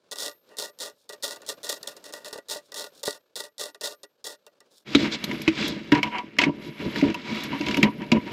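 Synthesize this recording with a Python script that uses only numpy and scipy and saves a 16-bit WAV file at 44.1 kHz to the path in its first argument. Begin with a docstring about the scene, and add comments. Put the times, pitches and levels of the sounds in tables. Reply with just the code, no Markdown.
"""Under a sink, fingers spin a brass nut up its thread in short gritty strokes, with small ticks of loose metal.
After a cut a screwdriver knocks and rubs on the nut's screws; the sound is then duller, louder and boomy,
as the cabinet and the counter carry it to a single microphone.
Noise friction and short bursts drive decaying resonances of nut, washer, sink, screw, tip, shaft and cabinet."""
import sys
import numpy as np
from scipy import signal
from scipy.io import wavfile
from scipy.ndimage import uniform_filter1d

SR = 44100
rng = np.random.default_rng(int(sys.argv[2]) if len(sys.argv) > 2 else 0)


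def master(y):
    """Save y as 16-bit WAV."""
    cut = np.clip(np.atleast_2d(y).T, -1, 1)
    pcm = np.round(cut * 32767)  # scale
    wavfile.write(sys.argv[1], SR, pcm.astype(np.int16))


N = 366912
CUT_S = 4.84  # the nut gives way to the screwdriver
HARD_DB = -31  # a hard stroke, the reference for sink share and starting ticks
SEATED_S = 5.9  # from here on the tip sits in the screw head

# Finger flicks of the nut along the thread:
# start_s, grind_db (relative), rise_s (time to full speed), length_s
STROKES = [(0.113, -33, .01, 0.045), (0.157, -38, .002, .02), (0.168, -30.5, .045, 0.175),
           (0.49, -63, .035, 0.085), (0.569, -30.5, .03, 0.145), (0.788, -32, .032, 0.14),
           (1.091, -46, .003, 0.055), (1.124, -41.5, .012, 0.035), (1.225, -29, .01, 0.155),
           (1.36, -47, .001, 0.03), (1.418, -52, .001, .03), (1.464, -32, .035, 0.088),
           (1.631, -33, .01, 0.11), (1.69, -29, .006, 0.105), (1.829, -45, .001, 0.05),
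           (1.872, -36, .004, 0.08), (1.966, -45, .002, 0.03), (2.041, -38.5, .015, 0.08),
           (2.125, -41, .006, 0.13), (2.246, -40, .001, 0.095), (2.328, -41, .001, 0.06),
           (2.377, -47, .001, .035), (2.485, -31.5, .028, 0.13), (2.719, -46, .001, 0.03),
           (2.742, -33.5, .001, .025), (2.759, -31.5, .02, 0.145), (3.031, -33, .002, 0.03),
           (3.053, -30, .012, 0.135), (3.356, -31, .004, 0.14), (3.581, -31, .025, 0.14),
           (3.746, -52, .002, 0.024), (3.81, -37, .001, 0.05), (3.834, -30.5, .008, 0.125),
           (4.032, -42, .003, 0.025), (4.242, -31, .012, 0.125), (4.465, -52, .001, 0.024),
           (4.604, -59, .002, 0.022)]


def gain_of(db):
    """Amplitude factor of a level in dB."""
    return 10 ** (np.asarray(db) / 20)


def evened(x):
    """Scales a signal to an RMS of 1."""
    return x / np.sqrt(np.mean(x ** 2) + 1e-20)


def curve_at(points, hz):
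    """Reads a curve of (frequency, value) points along a log frequency axis."""
    point_hz, value = np.transpose(points)
    return np.interp(np.log(hz + 1), np.log(point_hz + 1), value)


def along(rows):
    """Columns of a time curve at every sample."""
    s, *columns = np.transpose(rows)
    return [np.interp(np.arange(N) / SR, s, column) for column in columns]


def add(mix, s, sound):
    """Adds a sound to the mix in place, starting at s seconds."""
    part = mix[round(s * SR):][:len(sound)]
    part += sound[:len(part)]


def cut_from(x, s, length):
    """A stretch of a signal, starting at s seconds."""
    return x[round(s * SR):][:length]


def colour(points):
    """Causal minimum-phase response of energy 1 with the given spectrum."""
    hz = abs(np.fft.fftfreq(8192, 1 / SR))
    log_gain = np.log(gain_of(np.maximum(curve_at(points, hz), -100)))
    spectrum = np.exp(np.conj(signal.hilbert(log_gain)))
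    taps = np.fft.ifft(spectrum).real[:4096]
    return taps / np.linalg.norm(taps)


def rings(modes, hiss=None, hiss_db=0.):
    """Response of energy 1: decaying modes, wider ones dying sooner, over a broad colour."""
    t = np.arange(SR // 2) / SR
    taps = np.zeros(len(t))
    for k, (hz, width, db) in enumerate(modes):
        decay = width * np.exp(-np.pi * width * t)
        taps += (-1) ** k * gain_of(db) * decay * np.sin(2 * np.pi * hz * t)  # alternating sign
    taps = taps / np.linalg.norm(taps)
    if hiss is not None:
        add(taps, 0, gain_of(hiss_db) * colour(hiss))
    return taps / np.linalg.norm(taps)


def through(x, taps):
    """Plays a driving signal through a response."""
    return signal.oaconvolve(x, taps)[:N]


def resonate(x, hz, width):
    """Resonance of gain 1: shifts hz down to zero, smooths over the width in Hz, and shifts back."""
    turn = np.exp(2j * np.pi * hz * np.arange(len(x)) / SR)
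    r = np.exp(-np.pi * width / SR)
    return 2 * (turn * signal.lfilter([1 - r], [1, -r], x / turn)).real


def grit(per_s, spread_db, smooth, flutter_db, flutter_s):
    """Friction: random catches of unequal size over smooth noise, fluttering in level."""
    caught = rng.random(N) < per_s / SR
    size = gain_of(spread_db * np.minimum(rng.exponential(1, N), 4)) * caught
    catches = evened(size * rng.standard_normal(N))
    span = max(round(flutter_s * SR), 2)
    wander = uniform_filter1d(uniform_filter1d(rng.standard_normal(N), span), span)
    rubbing = catches + smooth * rng.standard_normal(N)
    return evened(rubbing * gain_of(flutter_db * evened(wander)))


def burst(sound, db, t60, rise_s):
    """A noise or tone that rises briefly and dies away by 60 dB in t60 seconds."""
    t = np.arange(len(sound)) / SR
    return sound * gain_of(db - 60 * t / max(t60, .004)) * np.minimum(t / rise_s, 1)


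def quiet_room():
    """Faint uneven room noise before the cut: grit in a broad colour."""
    # Colour: pitch_hz, density_db (dB per Hz, relative)
    room_colour = [(24, -67.5), (40, -15.5), (568, 7.5), (728, -4), (1730, -7), (1920, -17.5), (2170, -12),
                   (4130, -9), (15000, -32.5)]
    # Louder while the hand stays close: time_s, level_db
    room_level = [(0.0, -69), (0.3, -66), (0.41, -75), (0.47, -64), (1.0, -71), (1.4, -59), (2.25, -58),
                  (2.45, -67), (3.0, -62), (3.25, -73), (4.5, -73), (4.72, -66), (4.84, -72)]
    level = gain_of(along(room_level)[0]) * (np.arange(N) < CUT_S * SR)
    return level * through(grit(1500, 1.5, 8.7, 3.0, 0.009), colour(room_colour))


def grind_strokes(nut, sink, rough):
    """Each stroke grinds the thread, slows down, then fades out; a soft one gives the sink a larger share."""
    fall_db, slowing_power = 26, 1.2
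    let_go_share = 0.2  # the last share of the length fades out
    sink_db, sink_follows = -39.5, 0.4
    for s, grind_db, rise_s, length_s in STROKES:
        t = np.arange(round(length_s * SR)) / SR
        slowing = np.clip((t - rise_s) / max(length_s - rise_s, .005), 0, 1) ** slowing_power
        let_go = np.minimum((1 - t / length_s) / let_go_share, 1)
        force = cut_from(rough, s, len(t)) * np.minimum(t / rise_s, 1) * let_go
        add(nut, s, force * gain_of(grind_db - 2.5 - fall_db * slowing))
        sink_level_db = sink_db + sink_follows * (grind_db - HARD_DB)
        add(sink, s, force * gain_of(sink_level_db - 0.62 * fall_db * slowing))  # slower fade


def thread_ticks(nut, sink):
    """The play in the thread closes with a tick as a stroke begins; loose nut and washer tick harder now and then."""
    # Harder ticks: start_s, level_db (relative)
    hard_ticks = [(0.128, -25), (0.185, -19), (0.2029, -20), (0.2614, -18), (0.5895, -22), (0.8012, -26),
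                  (1.0922, -26), (1.49, -18), (1.6927, -18), (1.74, -27), (1.8301, -23), (1.8741, -16),
                  (2.283, -26), (2.3293, -25), (2.4983, -18), (3.0571, -17), (3.1073, -20), (3.6375, -20)]
    start_db, start_follows, gentle_db_per_s = -23.5, 0.6, 150  # a gentle start ticks softer
    ticks = list(hard_ticks)
    for s, grind_db, rise_s, _ in STROKES:
        ticks.append((s, start_db + start_follows * (grind_db - HARD_DB) - gentle_db_per_s * rise_s))
    for s, db in ticks:
        noise = rng.standard_normal(4000)
        add(nut, s, burst(noise, db - 8.0, 0.017, 0.00039))
        add(sink, s, burst(noise, db - 15, 0.017, 0.0018))


def hose_brushes(nut, rough):
    """Skin brushes the braided hoses: soft swells of grit through the nut's response."""
    # start_s, length_s, level_db (relative)
    brushes = [(0.92, 0.17, -70), (2.6, 0.12, -66), (2.91, 0.13, -59), (4.68, 0.17, -62)]
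    for s, length_s, db in brushes:
        swell = signal.windows.hann(round(length_s * SR))
        add(nut, s, gain_of(db) * swell * cut_from(rough, s, len(swell)))


def knuckle_knocks(sink):
    """Knuckles knock on the sink: a short decaying tone, and a tiny push that rings the sink."""
    # start_s, level_db (relative), pitch_hz, t60_s
    knuckles = [(2.329, -34, 440, 0.05), (2.358, -34, 470, 0.05), (2.385, -35, 560, 0.05),
                (2.56, -34, 590, 0.05), (3.079, -20, 427, 0.05)]
    knock = np.zeros(N)
    for s, db, hz, t60 in knuckles:
        tone = np.sin(2 * np.pi * hz * np.arange(4000) / SR)
        add(knock, s, burst(tone, db, t60, 0.00047))
        add(sink, s, gain_of(db - 2.0) * signal.windows.hann(round(0.00055 * SR)))
    return knock


def spinning_nut():
    """Strokes and ticks shake nut and washer; a share passes into the sink, where strokes fade more slowly."""
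    # Resonances: pitch_hz, width_hz, level_db (relative); the washer's are thin and long
    nut_modes, washer_modes, sink_modes = [(3365, 580, 10.5), (3840, 50, -15), (4790, 110, -16),
                                           (5630, 77, 9), (5560, 60, 19), (6490, 166, 6.5), (8400, 54, 4),
                                           (8800, 160, -18), (9400, 200, 4)], [(13254, 5, 0), (14720, 22, -14)], [(301.6, 36, -5.5),
                                                                        (414.7, 33.4, -0.5), (590, 26, 2),
                                                                        (678, 37, -2.5), (900, 30, -6),
                                                                        (1195, 26, -3.5), (1437, 39, -3),
                                                                        (1925, 28, -1), (2470, 55, -19.5),
                                                                        (2740, 110, -9)]
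    # Colour between the rings: pitch_hz, density_db (dB per Hz, relative)
    nut_hiss, sink_hiss = [(1500, -40), (2900, -11.5), (3600, 6.5), (6000, 1), (9500, -4), (11500, -10),
                           (15300, -12), (16500, -46)], [(24, -54.5), (40, -39), (580, 0.5), (733, -2.5), (1710, -17.5),
                                             (1880, 4.5), (2130, -26), (3000, -69), (3900, -52),
                                             (6600, -120)]
    rough = grit(2300, 4.2, 0.85, 2.2, 0.007)
    nut, sink = np.zeros((2, N))
    grind_strokes(nut, sink, rough)
    thread_ticks(nut, sink)
    hose_brushes(nut, rough)
    knock = knuckle_knocks(sink)
    washer_sound = gain_of(-23.0) * through(nut, rings(washer_modes))
    nut_sound = through(nut, rings(nut_modes, nut_hiss, 10.6))
    sink_sound = through(sink, rings(sink_modes, sink_hiss, -3.5))
    return knock + washer_sound + nut_sound + sink_sound


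def handling():
    """Force on screw, tip, shaft and cabinet: a steady grip with scrapes swelling out of it; and a faint hiss level."""
    # The hand grips and turns the tool: time_s, rasp_db, push_db (on the cabinet);
    # last column fizz_db: level of the faint treble hiss, on its own curve (all relative)
    grip_and_fizz = [(4.85, -48, -39, -70), (4.93, -36, -36, -65), (5.05, -39, -40, -61),
                     (5.18, -43, -39, -71), (5.33, -42, -40, -53), (5.5, -41, -36, -70),
                     (5.64, -36, -33, -66), (5.78, -44, -30, -73), (5.83, -48, -41, -73),
                     (6.08, -44, -40, -69), (6.3, -54, -46, -82), (6.52, -50, -36, -82),
                     (6.62, -50, -36, -63), (6.76, -48, -41, -65), (6.97, -38, -35, -57),
                     (7.12, -43, -40, -73), (7.22, -42, -40, -74), (7.38, -39, -39, -58),
                     (7.5, -41, -37, -63), (7.72, -35, -30, -57), (7.93, -49, -37, -67),
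                     (8.32, -46, -39, -66)]
    # The tool slips: start_s, length_s, rasp_db, tip_db (above rasp), push_db (all relative)
    scrapes = [(4.95, 0.15, -35, -2, -30), (5.105, 0.066, -37.5, 5, -40), (5.259, 0.12, -43, -8, -30),
               (5.53, 0.22, -39, 2, -30), (5.915, 0.095, -30, -15, -24.5), (6.025, 0.07, -37, -17, -38),
               (6.095, 0.135, -37, -20, -42), (6.383, 0.091, -31, -6, -36), (6.448, 0.06, -40, -16, -25.5),
               (6.6, 0.12, -52, 0, -43), (6.76, 0.14, -44.5, -6, -35), (6.94, 0.085, -38, -3, -27),
               (7.004, 0.13, -40, -8, -27.5), (7.22, 0.23, -40, -4, -38), (7.382, 0.11, -41, -3, -38),
               (7.505, 0.07, -37, -18, -36), (7.6, 0.3, -44.5, -2, -32.5), (7.819, 0.08, -37, -22, -25),
               (7.99, 0.07, -43, -16, -33), (8.112, 0.08, -38, -14, -19), (8.236, 0.12, -43.5, -10, -36)]
    unseated = slice(0, round(SEATED_S * SR))
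    rasp_db, push_db, fizz_db = along(grip_and_fizz)
    tip_db = -49 + 1.2 * (rasp_db + 42)  # the tip hisses with the rasp, more steeply
    shaft_db = -14 + (rasp_db + push_db) / 2  # the shaft hums with rasp and push
    power = gain_of(np.array([rasp_db, tip_db, shaft_db, push_db, fizz_db]) - 3.0) ** 2
    power[1, unseated] *= gain_of(3) ** 2  # the loose tip hisses more
    for s, length_s, rasp_db, tip_db, push_db in scrapes:
        swell = signal.windows.tukey(round(length_s * SR), .7) ** 2
        shaft_db = rasp_db - 2 - 0.7 * (tip_db + 10)  # rings less when the scrape stays bright on the tip
        for part, part_db in zip(power, [rasp_db, rasp_db + tip_db, shaft_db, push_db]):
            add(part, s, gain_of(part_db) ** 2 * swell)
    power[2, unseated] *= gain_of(-3) ** 2  # and the shaft rings less
    fade_in = np.clip((np.arange(N) / SR - CUT_S) / 0.033, 0, 1) ** 2
    return np.sqrt(power) * fade_in


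def metal_taps(out, screw, tip, shaft):
    """The tip strikes metal: a burst shakes screw, tip and seated shaft, and the spot that is hit favours one band."""
    # start_s, level_db (relative), centre_hz
    taps = [(4.9488, -10.5, 3790), (5.1253, -29, 3840), (5.2397, -21.5, 4200), (5.3125, -24, 1920),
            (5.4162, -30, 2280), (5.478, -13.5, 2200), (5.6252, -25, 2300), (5.9193, -14, 1640),
            (5.95, -21.5, 1810), (6.0297, -16, 2200), (6.183, -26, 2280), (6.3665, -39, 1740),
            (6.386, -9.5, 2100), (6.4145, -13.5, 2500), (6.4366, -16, 2100), (6.9586, -25.5, 1700),
            (7.012, -25, 2160), (7.1008, -28, 2800), (7.1432, -23, 2640), (7.6097, -22.5, 2630),
            (7.6637, -21, 2300), (7.6836, -19, 2880), (7.7099, -20, 2920), (7.7432, -20.5, 2230),
            (7.7693, -18, 2700), (7.8282, -9, 2070), (8.018, -34, 1810), (8.1171, -12.5, 2330)]
    for s, db, hz in taps:
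        t60 = 0.065 + 0.0012 * db  # softer taps die sooner
        shake = burst(rng.standard_normal(5000), db - 3.5, t60, 0.0006)
        add(screw, s, gain_of(-2.0) * shake)
        add(tip, s, gain_of(-7.0) * shake)
        add(shaft, s, gain_of(-6) * (s > SEATED_S) * shake)
        add(out, s, 7.0 * resonate(resonate(shake, hz, 560.0), hz, 560.0))


def cabinet_thumps(out, boom):
    """A push reaches the cabinet: the nearest panel sounds one tone, a burst shakes all panels."""
    # start_s, level_db (relative), pitch_hz
    thumps = [(4.95, -5.5, 285.5), (5.238, -26, 214), (5.477, -9, 321), (5.641, -23, 293.6),
              (5.921, -5, 295), (6.389, -22, 288), (6.465, -13.5, 285), (6.797, -28, 310),
              (6.962, -25, 205), (7.025, -6.5, 284), (7.316, -22, 221.6), (7.531, -22, 283),
              (7.604, -21, 296.5), (7.777, -15, 287), (7.83, -9, 208.5), (7.981, -30, 182),
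              (8.121, -5.5, 226)]
    t = np.arange(12000) / SR
    for s, db, hz in thumps:
        add(out, s, burst(np.sin(2 * np.pi * hz * t), db - 0.5, 0.12, 0.0032))
        add(boom, s, burst(rng.standard_normal(3000), db - 4.5, 0.044, 0.00058))


def bright_clinks(out, fizz):
    """Thin bright clinks: short noise bursts through two broad treble resonances."""
    # start_s, level_db (relative)
    clinks = [(5.241, -22.5), (5.4176, -29), (5.6795, -22), (5.9174, -37), (6.029, -31), (6.384, -34),
              (7.1433, -35), (7.4363, -26), (7.7438, -36), (7.77, -25), (7.829, -26)]
    for s, db in clinks:
        shake = burst(rng.standard_normal(3000), db - 15.5, 0.04, 0.00018)
        add(fizz, s, shake)
        add(out, s, 2.3 * resonate(resonate(shake, 6200.0, 3600.0), 5400.0, 3600.0))


def screwdriver():
    """Rubbing drives screw, tip, shaft and cabinet, under a faint treble hiss; each blow adds its own short ring."""
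    # Resonances: pitch_hz, width_hz, level_db (relative)
    screw_modes, tip_modes = [(1910, 26, -63), (2200, 20, -70), (2226, 200, 32), (2384, 65, 25),
                              (2670, 42, 23), (2930, 28, 27)], [(3652, 180, 4.5), (3830, 105, 8.5), (4840, 540, -9),
                                             (5700, 90, -4.5)]
    shaft_modes, cabinet_modes = [(754, 40, -13), (942, 22, 0), (987, 21, 1), (1140, 22, -12)], [(81, 58, -14.5), (111, 16, -16), (145, 34, -7),
                                                 (214.5, 18, 1), (253.7, 27.4, -3), (283, 29.3, -2),
                                                 (332.6, 37, -3), (436, 50, -11), (594, 53, -14)]
    # Colours of rasp, tip hiss and faint treble hiss: pitch_hz, density_db (dB per Hz, relative)
    rasp_colour, bright_colour, fizz_colour = [(300, -16.5), (450, -7), (850, -10.5), (1300, -5),
                                               (2300, -2.5), (3100, -3), (4000, -41)], [(2500, -30.5), (3300, 8.5), (4500, -1.5),
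                                                             (6000, -8), (8200, -19), (9100, -44)], [(7500, -22), (9100, -24),
                                                                             (10000, -11), (11500, -7),
                                                                             (12500, -6), (13600, -30)]
    on_screw, on_tip, on_shaft, on_cabinet, fizz_level = handling()
    screw = on_screw * grit(1500, 1.2, 1.57, 1.48, 0.019)
    tip = on_tip * grit(1500, 2.9, 1.6, 1.2, 0.0052)
    fizz = gain_of(-2.5) * fizz_level * grit(710, 4.3, 1.9, 1.8, .01)
    shaft = on_shaft * grit(770, 3.7, 1.96, 2.3, 0.0071)
    boom = on_cabinet * grit(200, 1.9, 1.05, 1.75, 0.037)
    out = np.zeros(N)
    metal_taps(out, screw, tip, shaft)
    cabinet_thumps(out, boom)
    bright_clinks(out, fizz)
    out += through(screw, rings(screw_modes, rasp_colour, 5.5))
    out += through(tip, rings(tip_modes, bright_colour, 4.6))
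    out += through(shaft, rings(shaft_modes))
    out += through(boom, rings(cabinet_modes))
    out += through(fizz, colour(fizz_colour))
    return signal.sosfilt(signal.butter(12, 13300, fs=SR, output="sos"), out)  # the top is lost after the cut


def scene():
    """One microphone; a phase-scrambled side signal makes the channels differ faintly, most in the treble."""
    # pitch_hz, side_db (relative to mid)
    apart = [(60, -40.5), (180, -56), (550, -56), (1650, -50), (4970, -43), (15000, -22)]
    mid = quiet_room() + spinning_nut() + screwdriver()
    hz, _, bins = signal.stft(mid, SR, nperseg=256)
    turn = np.exp(2j * np.pi * rng.random(bins.shape))
    side_bins = bins * turn * gain_of(curve_at(apart, hz))[:, None]
    side = signal.istft(side_bins, SR, nperseg=256)[1][:N]
    return np.array([mid + side, mid - side])


def record(dry):
    """The microphone drops the deepest bass; soft ceiling, then the band limit."""
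    thin = signal.sosfilt(signal.butter(2, 86, "high", fs=SR, output="sos"), dry)
    held = 1.462 * np.tanh(thin / 1.172)
    band_limit = signal.firwin(301, 16050, window=("kaiser", 9), fs=SR)
    return signal.oaconvolve(held, band_limit[None], "same")


dry = scene()
out = record(dry)
master(out)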